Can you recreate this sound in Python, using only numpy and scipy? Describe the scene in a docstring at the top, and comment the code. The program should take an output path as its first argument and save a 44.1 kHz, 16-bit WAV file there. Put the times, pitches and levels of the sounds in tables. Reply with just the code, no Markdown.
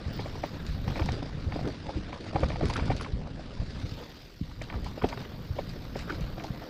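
"""A mountain bike rolls down a rooty forest trail, heard from a microphone strapped to the rider.
Shaped noise makes the rumble of wind and road shock in the housing and the tyres' crunch on dirt;
sagging sines are the landings, struck modes the bumps on the mount, and noise ticks the chain slaps.
Faint are a hollow hum, one tyre scuff, tiny sine squeaks and the throbbing treble hiss of cicadas."""
import sys
import numpy as np
from scipy import signal
from scipy.fft import rfft, irfft, next_fast_len
from scipy.io import wavfile
from scipy.ndimage import uniform_filter1d

SR = 44100
rng = np.random.default_rng(int(sys.argv[2]) if len(sys.argv) > 2 else 0)


def volts_from_db(level):
    """Convert decibel levels to linear amplitude ratios."""
    exponent = np.asarray(level, float) / 20
    return 10 ** exponent


def to_wav(sig):
    """Store sig (one row per channel, or 1-D mono) as 16-bit WAV at the path in sys.argv[1].

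    Samples outside -1..1 are clipped; the rate is SR.
    """
    pcm = np.clip(np.atleast_2d(sig), -1, 1) * 32767
    pcm = np.round(pcm).astype(np.int16)
    wavfile.write(sys.argv[1], SR, pcm.T)  # frames by channels


N = 295029
T = np.arange(N) / SR  # s

# The ride along the trail, base levels: start_s, rumble_db (wind and shock), roar_db (tread),
# hiss_db (grit)
RIDE_LEVELS = [(0.0, -40.5, -43, -48), (0.84, -38.5, -46, -51.5), (0.89, -37, -42, -47),
               (1.11, -34.5, -43.5, -53), (1.18, -37, -44, -51), (2.25, -42.5, -43, -51),
               (2.52, -34.5, -41, -51.5), (2.83, -35.5, -42, -53.5), (3.07, -37.5, -47, -54),
               (3.41, -41.5, -46.5, -54), (3.82, -40, -46, -47), (4.04, -49.5, -45, -49.5),
               (4.34, -53.5, -58.5, -53.5), (4.75, -37, -48, -54.5), (5.18, -43, -45.5, -52.5),
               (5.65, -40, -47.5, -52), (6.28, -36, -43, -52.5), (6.69, -51, -46, -53)]
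# Bumps that knock the mount: strike_s, body_peak_db (ahead of the padding), pitch_hz (of the blow),
# brightness_db (clack of the shell against the body)
BUMPS = [(0.193, -25, 462, -11), (0.259, -30, 595, -9), (0.354, -35, 910, -15), (0.437, -20, 680, -10.5),
         (0.879, -28, 910, -6), (0.901, -35.5, 830, -3), (0.958, -29.5, 885, -2), (0.967, -45.5, 1500, 10),
         (0.977, -34, 714, 1), (0.995, -27, 1010, -5), (1.02, -38, 1400, 6), (1.089, -23.5, 754, -3.5),
         (1.225, -29, 526, -16), (1.523, -30, 890, -0.5), (1.558, -25, 490, -17), (1.591, -27, 650, -39),
         (1.892, -25.5, 696, -16), (1.969, -28, 330, -17), (2.129, -28.5, 905, -5),
         (2.264, -32.5, 485, -25), (2.331, -33.5, 606, -18), (2.359, -16.5, 685, -14),
         (2.434, -17.5, 620, -14), (2.503, -28.5, 575, -3), (2.519, -44.5, 900, 12), (2.559, -29, 755, -5),
         (2.61, -23, 666, -15), (2.629, -21, 406, -18), (2.701, -27, 950, -6), (2.761, -26, 1440, -3),
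         (2.777, -33.5, 1000, 1), (2.796, -30.5, 1320, 1), (2.814, -42, 1110, -10), (2.856, -41, 1090, -11),
         (2.88, -34, 1120, -21), (2.902, -17, 500, -13.5), (2.917, -25, 820, -5.5), (2.998, -36, 1300, -3),
         (3.01, -30, 1200, -6), (3.047, -35, 1070, 4.5), (3.063, -33, 1000, -19), (3.394, -34.5, 580, -20),
         (4.514, -41.5, 1060, -7), (4.616, -32.5, 590, 1.5), (4.701, -36.5, 1110, 7),
         (4.726, -34.5, 980, -3), (4.742, -37.5, 1400, -3), (4.761, -38, 900, -10), (4.864, -31.5, 880, -8),
         (4.976, -28, 503, -40), (5.02, -28.5, 1240, -5), (5.041, -12, 447, -19), (5.128, -26, 925, -5.5),
         (5.175, -33.5, 1010, -2.5), (5.214, -46, 586, 3), (5.565, -35.5, 540, -23),
         (5.589, -19.5, 624, -16), (5.957, -22.5, 450, -13.5), (6.081, -39.5, 1350, -19),
         (6.098, -25, 1500, -11), (6.104, -31.5, 1510, -1), (6.124, -43.5, 1400, 7.5),
         (6.38, -30.5, 563, -18), (6.399, -46.5, 1500, 13), (6.443, -28.5, 680, -16),
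         (6.619, -32.5, 710, -27)]
# Chain and cable slaps: start_s, level_db (ahead of the housing's dulling)
CHAIN_SLAPS = [(0.6657, -31), (0.96, -44), (1.0583, -26), (1.12, -29), (1.675, -32.5), (2.206, -41),
               (2.404, -33), (2.486, -34), (2.6557, -25), (2.699, -26.5), (2.7368, -24.5), (2.766, -24),
               (2.857, -34), (2.965, -26), (3.0112, -30), (3.023, -40), (4.62, -31), (4.844, -31),
               (4.867, -44), (5.088, -30), (5.6923, -36.5), (5.966, -36), (5.991, -28.5), (6.2083, -35),
               (6.438, -33)]


def evened(x):
    """Scales to rms 1."""
    return x / np.sqrt(np.mean(x ** 2) + 1e-20)


def curve(rows, axis=1):
    """One column of a table, drawn in straight lines to every sample."""
    rows = np.transpose(rows)
    return np.interp(T, rows[0], rows[axis])


def coloured(x, tone):
    """Filters by a spectrum table, 90 dB down outside it, and scales to rms 1."""
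    tone_hz, tone_db = np.transpose(tone)
    size = next_fast_len(N)
    hz = np.fft.rfftfreq(size, 1 / SR) + 1  # 1 Hz up, to keep the logarithm finite
    gain_db = np.interp(np.log(hz), np.log(tone_hz), tone_db, -90, -90)
    return evened(irfft(rfft(x, size) * volts_from_db(gain_db), size)[:N])


def wobble(seconds):
    """Slow random drift of rms 1: noise averaged twice over the given time."""
    size = max(round(seconds * SR), 2)
    once = uniform_filter1d(rng.standard_normal(N), size)
    return evened(uniform_filter1d(once, size))


def grains(per_s, spread_db):
    """Sparse clicks of random sign, a few much larger."""
    size = volts_from_db(spread_db * np.minimum(rng.exponential(1, N), 2.5))
    return size * rng.standard_normal(N) * (rng.random(N) < per_s / SR)


def add(mix, s, sound):
    """Mixes a sound in from time s."""
    part = mix[max(round(s * SR), 0):][:len(sound)]
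    part += sound[:len(part)]


def patchy(x, depth_db):
    """Lets the colour drift in patches a few hundred Hz wide and a few hundredths of a second long."""
    z = signal.stft(x, nperseg=256, noverlap=192)[2]
    across_hz = uniform_filter1d(rng.standard_normal(z.shape), size=3, axis=0)
    patches = uniform_filter1d(across_hz, size=30, axis=1)
    return evened(signal.istft(z * volts_from_db(depth_db * evened(patches)), nperseg=256, noverlap=192)[1][:N])


def rattle(pitches_hz, per_s):
    """Loose stones, cables and buckles: small clicks, each a few dying cycles at its own pitch."""
    t = np.arange(SR // 30) / SR
    total = 0
    for hz in pitches_hz:
        click = np.sin(2 * np.pi * hz * t) * np.exp(-hz * t / 2.8) * np.sqrt(hz)
        total = total + signal.oaconvolve(grains(per_s, 2.34), click)[:N]
    return evened(total)


def jolt(events, usual_db, rise_s=0.0004, fall_s=0.036):
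    """How hard the bike still shakes after each blow, by the square root of the blow's strength."""
    out, t = np.zeros(N), np.arange(SR // 5) / SR
    for s, db, *_ in events:
        shake = (1 - np.exp(-t / rise_s)) * np.exp(-t / fall_s)
        add(out, s, volts_from_db((db - usual_db) / 2) * shake)
    return out


def ring(hz, db, t60, contact):
    """Decaying modes, alternate in sign, driven by a short contact; peak 1."""
    t = np.arange(SR // 10) / SR
    sign = (-1) ** np.arange(len(hz))[:, None]
    modes = volts_from_db(db - 60 * t / t60) * np.sin(2 * np.pi * hz * t) * sign
    blow = signal.fftconvolve(modes.sum(0), contact)
    return blow / abs(blow).max()


def buffet():
    """Lumpy low pressure from wind and shock, heaving with a few cycles of thud where a tyre lands."""
    # Tyre landings felt as a low thud: start_s, peak_db, pitch_hz (at the start)
    landings = [(0.059, -24.5, 91), (0.685, -25.5, 65.5), (0.87, -23, 74), (1.012, -21, 75.6),
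                (1.052, -32, 75.5), (1.465, -20.5, 89), (1.61, -25, 157), (1.955, -20.5, 86.5),
                (2.351, -19.5, 108), (2.429, -22, 59.4), (2.621, -22, 73.4), (2.813, -22, 78),
                (2.891, -21, 85), (3.131, -24, 52.3), (3.589, -22.5, 64), (3.83, -26.5, 89),
                (3.919, -24, 113), (4.411, -22, 185), (4.414, -30.5, 69), (4.753, -28.5, 87),
                (5.034, -19.5, 108), (5.335, -33, 159), (5.503, -23, 95), (6.503, -23, 153)]
    # Spectrum of the rumble: pitch_hz, density_db (relative, per Hz)
    buffet_tone = [(12, -1), (20, 7.5), (45, 8.5), (86, 7), (150, 6), (248, -3.5), (284, -11), (437, -31),
                   (500, -10), (650, -78)]
    # the rumble swells after each landing
    heave = 1 + jolt(landings, usual_db=-29.5, rise_s=0.004, fall_s=0.06)
    lumpy = rng.standard_normal(N) * volts_from_db(3.2 * np.tanh(wobble(0.033)))
    out = volts_from_db(curve(RIDE_LEVELS)) * heave * coloured(lumpy, buffet_tone)
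    t = np.arange(SR // 10) / SR
    for s, db, hz in landings:
        u = t * hz / 0.62  # 1 at the peak; low thuds last longer
        sagging = np.sin(2 * np.pi * hz * t * (1 - 0.016 * u))
        add(out, s, volts_from_db(db) * sagging * (u * np.exp(1 - u)) ** 2)
    return out


def tyres():
    """The tread roars dully and crushes grit; every jolt shakes loose a burst of rattle."""
    # Spectrum of the tread's roar: pitch_hz, density_db (relative, per Hz)
    roll_tone = [(120, 0.5), (220, 0.5), (500, 1), (900, -6), (1500, -9.5), (2500, -16.5), (4000, -24)]
    # Spectrum of the crushed grit: pitch_hz, density_db (relative, per Hz)
    grit_tone = [(700, -50), (1200, -1.5), (2000, -1.5), (3200, -1.5), (3750, 2), (4200, 0.5), (4850, 1),
                 (5400, -4.5), (6500, -13), (9000, -22.5), (11000, -30.5), (13000, -89)]
    skip = wobble(0.0041)  # quick unevenness shared by roar and grit
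    shake = jolt(BUMPS, usual_db=-23)
    roll = patchy(rng.standard_normal(N) * volts_from_db(2.0 * skip), depth_db=3.37)
    roll += (0.11 + 0.32 * shake) * rattle(np.geomspace(250, 2600, 10), per_s=40)
    grit = patchy(rng.standard_normal(N) * volts_from_db(1.88 * skip), depth_db=2.37)
    grit *= 1 + 0.74 * shake + jolt(CHAIN_SLAPS, usual_db=-38)
    grit += (0.036 + 0.56 * shake) * rattle(np.geomspace(1500, 9000, 10), per_s=110)
    roar = volts_from_db(curve(RIDE_LEVELS, axis=2)) * coloured(roll, roll_tone)
    hiss = volts_from_db(curve(RIDE_LEVELS, axis=3)) * coloured(grit, grit_tone)
    return roar + hiss


def knocks():
    """Each bump shakes the mount, most near the pitch of the blow, and clacks the shell."""
    # Modes of the mount: pitch_hz, t60_s
    mount_modes = [(300, 0.014), (370, 0.016), (470, 0.0085), (600, 0.014), (760, 0.015), (950, 0.012),
                   (1200, 0.012), (1500, 0.013)]
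    # Modes of the shell: pitch_hz, level_db (relative), t60_s
    shell_modes = [(1787, -2, 0.02), (2308, 7, 0.0091), (3230, -2, 0.014)]
    low_hz, low_t60 = np.transpose(mount_modes)[:, :, None]
    high_hz, high_db, high_t60 = np.transpose(shell_modes)[:, :, None]
    out, t = np.zeros(N), np.arange(SR // 40) / SR
    chatter = 0.5 * np.exp(-((t - 0.007) / 0.0092) ** 2)  # builds before the strike, dies after it
    for s, db, hz, bright_db in BUMPS:
        hits = chatter * rng.standard_normal((2, len(t)))
        strike = np.exp(-((t - 0.0055) * hz / 0.18) ** 2)  # one padded contact, shorter for a higher blow
        ragged = 1.32 * volts_from_db(0.21 * (db + 14))  # light blows are one crisp tap, hard ones chatter
        low_db = -16 * abs(np.log2(low_hz / hz))  # 16 dB less per octave from the blow
        body = ring(low_hz, low_db, low_t60, strike + ragged * hits[0])
        clack = ring(high_hz, high_db, high_t60, strike ** 4 + 0.26 * ragged * hits[1])
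        add(out, s - 0.006, volts_from_db(db) * (body + volts_from_db(bright_db) * clack))  # chatter leads the strike
    padding = signal.butter(4, 4800, fs=SR, output="sos")  # dulls the blows
    return signal.sosfilt(padding, out)


def slaps():
    """Chain and cable: sharp ticks of noise dulled by the housing, and a few faint rings of thin metal."""
    # Times when thin metal rings: start_s, level_db
    pings = [(2.683, -51), (2.749, -49), (3.01, -46)]
    # Modes of the thin metal: pitch_hz, level_db (relative), t60_s
    metal_modes = [(10200, -1, 0.047), (13750, -21, 0.06)]
    ticks, rings, t = np.zeros(N), np.zeros(N), np.arange(SR // 8) / SR
    for s, db in CHAIN_SLAPS:
        add(ticks, s, volts_from_db(db) * rng.standard_normal(len(t)) * np.exp(-t / 0.0021))
    metal = sum(volts_from_db(d - 60 * t / t60) * np.sin(2 * np.pi * hz * t) for hz, d, t60 in metal_modes)
    for s, db in pings:
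        add(rings, s, volts_from_db(db) * (1 - np.exp(-t / 0.001)) * metal)
    low_cut = signal.butter(2, 2300, "highpass", fs=SR, output="sos")
    high_cut = signal.butter(3, 5200, fs=SR, output="sos")
    return signal.sosfilt(np.vstack([low_cut, high_cut]), ticks) + rings


def scuff():
    """A tyre scuffs over a root: a short scrape of noise in a resonance that climbs."""
    start_s, length_s, level_db = 1.64, 0.08, -32.5  # rms level, ahead of the swell
    from_hz, to_hz, width_hz = 149, 620, 390  # width of each of the two poles
    u = np.arange(0, 1, 1 / (length_s * SR))
    turn = np.exp(2j * np.pi * np.cumsum(from_hz + (to_hz - from_hz) * u) / SR)
    r, out = np.exp(-np.pi * width_hz / SR), np.zeros(N)
    noise = rng.standard_normal(len(u)) + 1j * rng.standard_normal(len(u))
    slow = signal.lfilter([1], np.poly([r, r]), noise)  # low noise, then carried up by the turn
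    swell = np.sin(np.pi * np.sqrt(u))
    add(out, start_s, volts_from_db(level_db) * swell * evened((turn * slow).real))
    return out


def cavity(x):
    """A hollow note, perhaps the air in the tyre, hums with every shock: a narrow, wavering resonance."""
    centre_hz, width_hz, gain_db = 290, 24, 1
    turn = np.exp(2j * np.pi * np.cumsum(centre_hz * (1 + 0.05 * wobble(0.23))) / SR)
    r = np.exp(-np.pi * width_hz / SR)
    slow = signal.lfilter([1 - r], [1, -r], x / turn)  # the note shifted to 0 Hz and smoothed
    return volts_from_db(gain_db) * 2 * (turn * slow).real


def squeaks():
    """Short whistles near the top of hearing: sines under a rounded swell."""
    # Tiny squeaks: start_s, peak_db, pitch_hz
    whistles = [(0.1226, -54, 15000), (0.1544, -54, 15200), (0.4544, -57, 15400)]
    out, t = np.zeros(N), np.arange(SR // 45) / SR
    for s, db, hz in whistles:
        add(out, s, volts_from_db(db) * np.sin(2 * np.pi * hz * t) * np.hanning(len(t)))
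    return out


def cicadas():
    """High hiss with one throb many times a second, its noise unlike at the two sides."""
    # Cicadas in the trees that the bike passes: start_s, level_db (mean of the two sides)
    passing = [(0.0, -86), (0.18, -71.5), (1.02, -67), (1.21, -86), (1.68, -75), (1.88, -110), (3.39, -110),
               (3.95, -67), (4.55, -74), (5.1, -67.5), (6.58, -66.5)]
    # Spectrum of the hiss: pitch_hz, density_db (relative, per Hz)
    cicada_tone = [(6470, -12), (11000, -25), (11600, 5), (12100, 10.5), (13200, 9), (15600, 4)]
    throb_per_s, quickening_per_s2, left_db = 28, 3.1, 1.6  # the throb quickens along the trail
    rate = (throb_per_s + quickening_per_s2 * T) * (1 + 0.032 * wobble(0.05))
    turns = np.cumsum(rate) / SR
    throb = 0.17 + np.exp(-(turns % 1) / 0.55)
    sides = [coloured(throb * rng.standard_normal(N), cicada_tone) for _ in range(2)]
    return volts_from_db(curve(passing) + left_db * np.array([[1], [-1]])) * sides


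def scene():
    """All that shakes the housing is nearly alike at both sides; only the buzz is wide."""
    shocks = buffet() + tyres() + knocks() + scuff()
    near = shocks + cavity(shocks) + slaps() + squeaks()
    high_pass = signal.butter(1, 3000, "highpass", fs=SR, output="sos")
    treble = signal.sosfilt(high_pass, near)
    lean = volts_from_db(-30.5) * wobble(0.015) * treble  # treble leans very slightly from side to side at random
    return near + np.outer([1, -1], lean) + cicadas()


def roll_off(x):
    """The treble ends steeply here."""
    return signal.sosfilt(signal.butter(12, 15720, fs=SR, output="sos"), x)


def record(dry):
    """Hands over the finished mix of both sides."""
    return roll_off(dry)


dry = scene()
out = record(dry)
to_wav(out)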